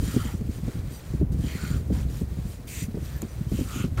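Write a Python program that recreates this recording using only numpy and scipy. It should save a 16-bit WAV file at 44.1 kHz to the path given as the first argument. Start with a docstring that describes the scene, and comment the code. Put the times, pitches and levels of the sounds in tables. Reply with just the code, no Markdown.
"""A long steel blade and a bare hand dig a hole in wet sand on a windy shore.
Each stroke sets off a dense hiss of grains that makes the blade ring faintly; deep cuts rasp with a
hollow, gliding tone. The blade ticks once on something hard.
Wind rumbles and buffets the microphone over a faint wash of surf."""
import sys
import numpy as np
from scipy import signal
from scipy.fft import rfft, irfft
from scipy.io import wavfile

SR = 44100
rng = np.random.default_rng(int(sys.argv[2]) if len(sys.argv) > 2 else 0)


def master_out(mix):
    """Clip the mix to full scale and print it as 16-bit PCM to the path in sys.argv[1]."""
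    frames = np.transpose(np.atleast_2d(mix))
    ceiling = np.clip(frames, -1, 1)
    pcm = np.round(ceiling * 32767).astype(np.int16)
    wavfile.write(sys.argv[1], SR, pcm)


N = 176400
T = np.arange(N) / SR

# sand hiss spectrum: freq_hz, relative_db
SAND_SPECTRUM = [(400, 6), (800, -1), (1050, 3.5), (1900, 5), (3100, 0), (3900, 2.5), (5300, 0),
                 (7000, 0.5), (9200, 0.5), (10400, -4), (12500, -1.5), (15500, -5.5)]
# blade modes: pitch_hz, width_hz, cutting_db, sliding_db
BLADE_MODES = [(3110, 110, -5, -18), (4700, 130, -7, -6), (5910, 130, -5, 0), (7100, 220, -1, -9),
               (8400, 220, -4, -4), (9590, 240, -5, -9), (12080, 320, -7, 0), (13680, 260, -13, -4),
               (15350, 220, -16, -13)]


def strokes(modes):
    """Blade and hand push through sand: gritty hiss and the blade ring it excites."""
    # start_s, length_s, level_db, attack_s, release_s, tilt_db_per_octave, ring_db
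    stroke_plan = [(-.06, 0.47, -42.5, 0.18, 0.35, 0, -5.5), (0.479, 0.15, -50.5, 0.086, 0.098, -1, -5),
                   (0.601, 0.24, -47.5, 0.13, 0.14, -3, -15), (0.82, 0.44, -53, 0.081, 0.11, -3, -12),
                   (0.896, 0.076, -59, 0.034, 0.027, 5, -22), (1.319, 0.032, -53, .004, 0.022, 2, -18),
                   (1.362, 0.48, -45.5, 0.16, 0.17, -1.5, -6.5), (1.92, 0.14, -47, 0.014, 0.059, -2, -12),
                   (2.069, .18, -49.5, 0.074, 0.066, 0, -13), (2.287, 0.19, -55.5, 0.03, 0.057, -2, -15),
                   (2.432, 0.16, -50.5, 0.1, 0.097, 1, -7), (2.668, 0.21, -44, 0.014, 0.088, 3, -5),
                   (2.961, 0.3, -50, 0.097, 0.14, -1.7, -14), (3.211, 0.27, -54, 0.013, 0.038, -3, -13),
                   (3.471, 0.26, -45, 0.12, 0.15, 0.5, -5.5), (3.664, 0.24, -41.5, 0.13, 0.2, -0.5, -14),
                   (3.971, 0.06, -36.5, 0.0078, 0.07, -4.5, -26)]
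    sand = grit()
    ring = rms_one(from_db([cutting_db for _, _, cutting_db, _ in BLADE_MODES]) @ modes)
    out = np.zeros(N)
    for start_s, length_s, level_db, attack_s, release_s, tilt, ring_db in stroke_plan:
        envelope = from_db(level_db) * swell(start_s, length_s, attack_s, release_s)
        out += envelope * (colour(sand, SAND_SPECTRUM, tilt) + from_db(ring_db) * ring)
    return out


def crumbling():
    """Sand crumbles lightly under the fingers."""
    # start_s, length_s, level_db
    spells = [(-.05, 1.236, -56), (1.32, 2.8, -57.5)]
    envelope = sum(from_db(level_db) * swell(start_s, length_s, attack_s=.008, release_s=.039)
                   for start_s, length_s, level_db in spells)
    return envelope * colour(grit(), SAND_SPECTRUM, tilt_db_per_octave=-.25)


def grit(clump_db=-5):
    """Fine grains with breaking lumps among them."""
    return grains() + from_db(clump_db) * clumps()


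def grains(slips_per_s=14000, spread_db=2.5, hiss_db=2.5):
    """Countless tiny slips of sand, a few larger than the rest, on a smooth hiss; rms 1."""
    sizes = from_db(spread_db * np.minimum(rng.exponential(1, N), 5)) * rng.choice([-1, 1], N)
    slips = rms_one(sizes * (rng.random(N) < slips_per_s / SR))
    return rms_one(slips + from_db(hiss_db) * rng.standard_normal(N))


def clumps(base_rate_per_s=700, spread_db=3.5, pitch_count=18, q=9):
    """Wet lumps break in bunches: tiny ticks, each at a random pitch; rms 1."""
    breaks = rng.random(N) < base_rate_per_s * flicker(spread_db=4, rate_hz=50) / SR
    sizes = from_db(spread_db * np.minimum(rng.exponential(1, N), 3)) * rng.choice([-1, 1], N)
    pitch_index = rng.integers(0, pitch_count, N)
    floor = 1e-18 * pitch_index  # avoids denormals
    return rms_one(sum(resonance(breaks * sizes * (pitch_index == k) + floor, hz, hz / q)
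                       for k, hz in enumerate(np.linspace(2500, 15000, pitch_count))))


def deep_cuts(fade_share=.36):
    """Juddering friction in resonances that glide as the blade sinks."""
    # start_s, length_s, level_db, first_hz, last_hz, width_hz
    rasps = [(0.02, 0.36, -51, 1320, 1300, 260), (0.035, 0.15, -51, 1640, 1740, 380),
             (0.05, 0.29, -51, 3130, 3180, 520), (0.15, 0.2, -51.5, 1850, 2020, 420),
             (0.175, 0.065, -44.5, 1280, 1360, 220), (0.2, 0.15, -50, 900, 816, 240),
             (1.418, 0.13, -50.5, 3200, 3100, 400), (1.44, .33, -53, 4400, 4300, 450),
             (1.459, .14, -46.5, 2330, 2020, 540), (1.57, .12, -45.5, 1460, 1370, 260),
             (1.58, .14, -49, 2200, 1950, 700), (1.68, .11, -48.5, 1430, 1300, 320),
             (1.93, .09, -52, 900, 780, 300), (2.665, 0.21, -46.5, 2400, 2200, 750),
             (2.675, .18, -45.5, 7500, 7300, 2200), (2.74, .11, -49, 3500, 3400, 1600),
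             (3.08, .14, -57, 1750, 1700, 300), (3.52, .14, -52, 2700, 2600, 900),
             (3.646, 0.23, -43.7, 1290, 1345, 240), (3.699, 0.176, -45.3, 2800, 2700, 950),
             (3.709, 0.134, -48, 6700, 6800, 1000), (3.971, .05, -34.5, 1330, 1285, 400)]
    out = np.zeros(N)
    for start_s, length_s, level_db, first_hz, last_hz, width_hz in rasps:
        pitch_hz = np.interp(T, [start_s, start_s + length_s], [first_hz, last_hz])
        fade_s = fade_share * length_s
        rasp = glide(rng.standard_normal((2, N)), pitch_hz, width_hz)
        out += from_db(level_db) * swell(start_s, length_s, fade_s, fade_s) * rasp
    return out * flicker(spread_db=.5, rate_hz=160)


def blade_ring(detune=.006):
    """Blade modes, one row each: the shifting sand load detunes them and lets each flare."""
    modes = []
    for pitch_hz, width_hz, _, _ in BLADE_MODES:
        flare = flicker(spread_db=4, rate_hz=22)
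        friction = rng.standard_normal((2, N))
        loaded_hz = pitch_hz * (1 + detune * drift(rate_hz=12))
        modes.append(rms_one(flare * glide(friction, loaded_hz, width_hz)))
    return np.array(modes)


def blade_slides(modes, fade_s=.081, focus_octaves=.45):
    """Lightly touched, the blade sings in the modes near a pitch the contact point favours."""
    # start_s, length_s, level_db, favoured_hz
    touches = [(.895, 0.11, -52, 12400), (.895, 0.12, -55.5, 5440), (2.72, 0.16, -51, 6700),
               (3.02, 0.23, -57, 13000), (3.24, 0.23, -62.5, 9300)]
    pitch_hz, _, _, sliding_db = np.transpose(BLADE_MODES)
    out = np.zeros(N)
    for start_s, length_s, level_db, favoured_hz in touches:
        weights = from_db(sliding_db) / (1 + (np.log2(pitch_hz / favoured_hz) / focus_octaves) ** 2)
        out += from_db(level_db) * swell(start_s, length_s, fade_s, fade_s) * rms_one(weights @ modes)
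    return out


def blade_tick(start_s=3.2194, level_db=-27, rise_s=.0004, tail_db=-16):
    """The blade catches shell or stone: a hard snap with a faint tail."""
    # freq_hz, relative_db
    tick_spectrum = [(900, 0.5), (2600, -13), (4200, -4.5), (5400, -19), (6900, 12), (7900, -8), (8800, 1),
                     (10700, -14), (12500, 2), (14000, -20)]
    snap = burst(T - start_s, rise_s, t60_s=.006)
    tail = from_db(tail_db) * burst(T - start_s, rise_s, t60_s=.022)
    return from_db(level_db) * (snap + tail) * colour(rng.standard_normal(N), tick_spectrum)


def wind_rumble(gain_db=2):
    """Lumpy rumble on the microphone that follows the wind's strength."""
    # time_s, relative_db
    strength = [(0.0, -25), (0.13, -33), (0.17, -28.5), (0.3, -41.5), (0.34, -30), (.68, -31.5), (.73, -48),
                (.77, -28.5), (0.89, -35), (1.021, -40), (1.15, -31), (1.27, -28), (1.45, -29), (1.5, -34),
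                (1.78, -29), (1.87, -31.5), (1.92, -26), (2.02, -32), (2.1, -28.5), (2.4, -35),
                (2.741, -41.5), (2.82, -36), (3.2, -36.5), (3.35, -39.5), (3.57, -27.5), (3.73, -38),
                (3.8, -33.5), (4.0, -31)]
    # freq_hz, relative_db
    rumble_spectrum = [(20, -20), (31, -14), (40, -7), (47, -3.5), (55, 1), (70, 2), (95, -3), (130, -4),
                       (230, -15.5), (400, -24), (700, -40), (1300, -61)]
    time_s, strength_db = np.transpose(strength)
    eddies = rng.standard_normal(N) * flicker(spread_db=3, rate_hz=22.9)
    return from_db(gain_db + np.interp(T, time_s, strength_db)) * colour(eddies, rumble_spectrum)


def wind_buffets(gain_db=-1.5, wake_db=4, rise_s=.003086, low_hz=67.4, size=4096):
    """Single eddies hit the microphone: a push or pull, then a dying wake; each has its own brightness."""
    # time_s, relative_peak_db, top_hz
    eddies = [(.026, -18, 300), (0.081, -21.5, 212), (0.144, -20, 316), (0.167, -8.5, 278),
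              (0.212, -20, 138), (.255, -21.5, 233), (.343, -16, 256), (0.412, -17.5, 197),
              (.454, -22.5, 179), (0.492, -19.5, 250), (0.586, -25.5, 263), (.632, -16.5, 164),
              (.682, -17, 348), (0.754, -19, 260), (.785, -21.5, 137), (0.912, -25, 297),
              (1.141, -17.5, 202), (1.216, -13.5, 318), (1.226, -13, 157), (1.346, -17, 209),
              (1.394, -14.5, 189), (1.441, -17.5, 263), (1.555, -21, 230), (1.636, -18.5, 220),
              (1.706, -13.5, 210), (1.76, -15, 192), (1.905, -14, 282), (1.924, -15, 278),
              (2.055, -15.5, 176), (2.217, -13.5, 270), (2.389, -20, 194), (2.455, -19, 167),
              (2.824, -18.5, 189), (2.886, -19.5, 270), (2.947, -21, 325), (2.974, -20, 332),
              (3.025, -25.5, 256), (3.23, -20.5, 330), (3.249, -21, 252), (3.411, -19, 192),
              (3.468, -22.5, 196), (3.52, -14, 332), (3.539, -14.5, 198), (3.592, -16.5, 325),
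              (3.613, -15, 230), (3.762, -18, 205), (3.802, -18, 245), (3.844, -13.5, 286),
              (3.921, -16, 152)]
    high_pass = signal.butter(2, low_hz, "high", fs=SR, output="sos")
    push = np.arange(size) == 0
    decay = burst(np.arange(size) / SR, rise_s, t60_s=.058)
    wake = from_db(wake_db) * decay / np.linalg.norm(decay)
    out = np.zeros(N + size)
    for time_s, peak_db, top_hz in eddies:
        turbulence = rng.standard_normal(size)
        band = np.vstack([high_pass, signal.butter(4, top_hz, fs=SR, output="sos")])
        thump = signal.sosfilt(band, np.sign(turbulence[0]) * push + turbulence * wake)
        onset = int((time_s - rise_s) * SR)
        out[onset:onset + size] += from_db(peak_db + gain_db) * thump / np.abs(thump).max()
    return out[:N]


def surf(level_db=-51):
    """Steady wash of distant waves."""
    # freq_hz, relative_db
    surf_spectrum = [(150, 2), (500, 1.5), (1000, -7.5), (2000, -13.5), (4000, -24), (9000, -28),
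                     (15500, -21.5)]
    return from_db(level_db) * colour(rng.standard_normal(N), surf_spectrum)


def from_db(db):
    """Decibels to gain."""
    return 10 ** (np.asarray(db) / 20)


def rms_one(x):
    """Scale to unit rms."""
    return x / np.sqrt(np.mean(x ** 2) + 1e-20)


def colour(x, spectrum, tilt_db_per_octave=0):
    """Apply a spectrum, tilted about 4 kHz; rms 1."""
    octave = np.log2(np.maximum(np.fft.rfftfreq(N, 1 / SR), 1) / 4000)
    hz, db = np.transpose(spectrum)
    knots = np.log2(hz / 4000)
    tilt_db = tilt_db_per_octave * np.clip(octave, knots[0], knots[-1])
    return rms_one(irfft(rfft(x) * from_db(np.interp(octave, knots, db) + tilt_db), N))


def drift(rate_hz):
    """Random motion, mostly below rate_hz; rms 1."""
    rolloff = 1 + (np.fft.rfftfreq(N, 1 / SR) / rate_hz) ** 2
    return rms_one(irfft(rfft(rng.standard_normal(N)) / rolloff, N))


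def flicker(spread_db, rate_hz):
    """Gain wandering about 0 dB."""
    return from_db(spread_db * drift(rate_hz))


def resonance(x, pitch_hz, width_hz):
    """Two-pole resonance; rms 1."""
    radius = np.exp(-np.pi * width_hz / SR)
    feedback = [1, -2 * radius * np.cos(2 * np.pi * pitch_hz / SR), radius * radius]
    return rms_one(signal.lfilter([1, 0, -1], feedback, x))


def glide(friction, pitch_hz, width_hz):
    """Two rows of friction noise form one band around a moving pitch; rms 1."""
    low_pass = signal.butter(2, width_hz / 2, fs=SR, output="sos")
    in_phase, quadrature = rms_one(signal.sosfilt(low_pass, friction))
    phase = 2 * np.pi * np.cumsum(pitch_hz) / SR
    return in_phase * np.cos(phase) + quadrature * np.sin(phase)


def swell(start_s, length_s, attack_s, release_s):
    """Envelope with quarter-sine rise and fall."""
    rise = np.sin(np.pi / 2 * np.clip((T - start_s) / attack_s, 0, 1))
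    fall = np.sin(np.pi / 2 * np.clip((start_s + length_s - T) / release_s, 0, 1))
    return rise * fall


def burst(age_s, rise_s, t60_s):
    """Linear rise, exponential fall."""
    return np.clip(age_s / rise_s, 0, 1) * 1000 ** (-np.maximum(age_s - rise_s, 0) / t60_s)


def scene():
    """Digging close by, wind on the microphone, surf far off; mono."""
    wash = surf()
    modes = blade_ring()
    scraping = (strokes(modes) + crumbling()) * flicker(spread_db=.2, rate_hz=34.8)  # slight judder
    digging = scraping + blade_slides(modes) + deep_cuts() + blade_tick()
    return (digging + wind_rumble() + wind_buffets() + wash)[None]


def record(dry, cutoff_hz=15750):
    """Steep low-pass."""
    return signal.sosfilt(signal.ellip(12, .2, 80, cutoff_hz, fs=SR, output="sos"), dry)


dry = scene()
out = record(dry)
master_out(out)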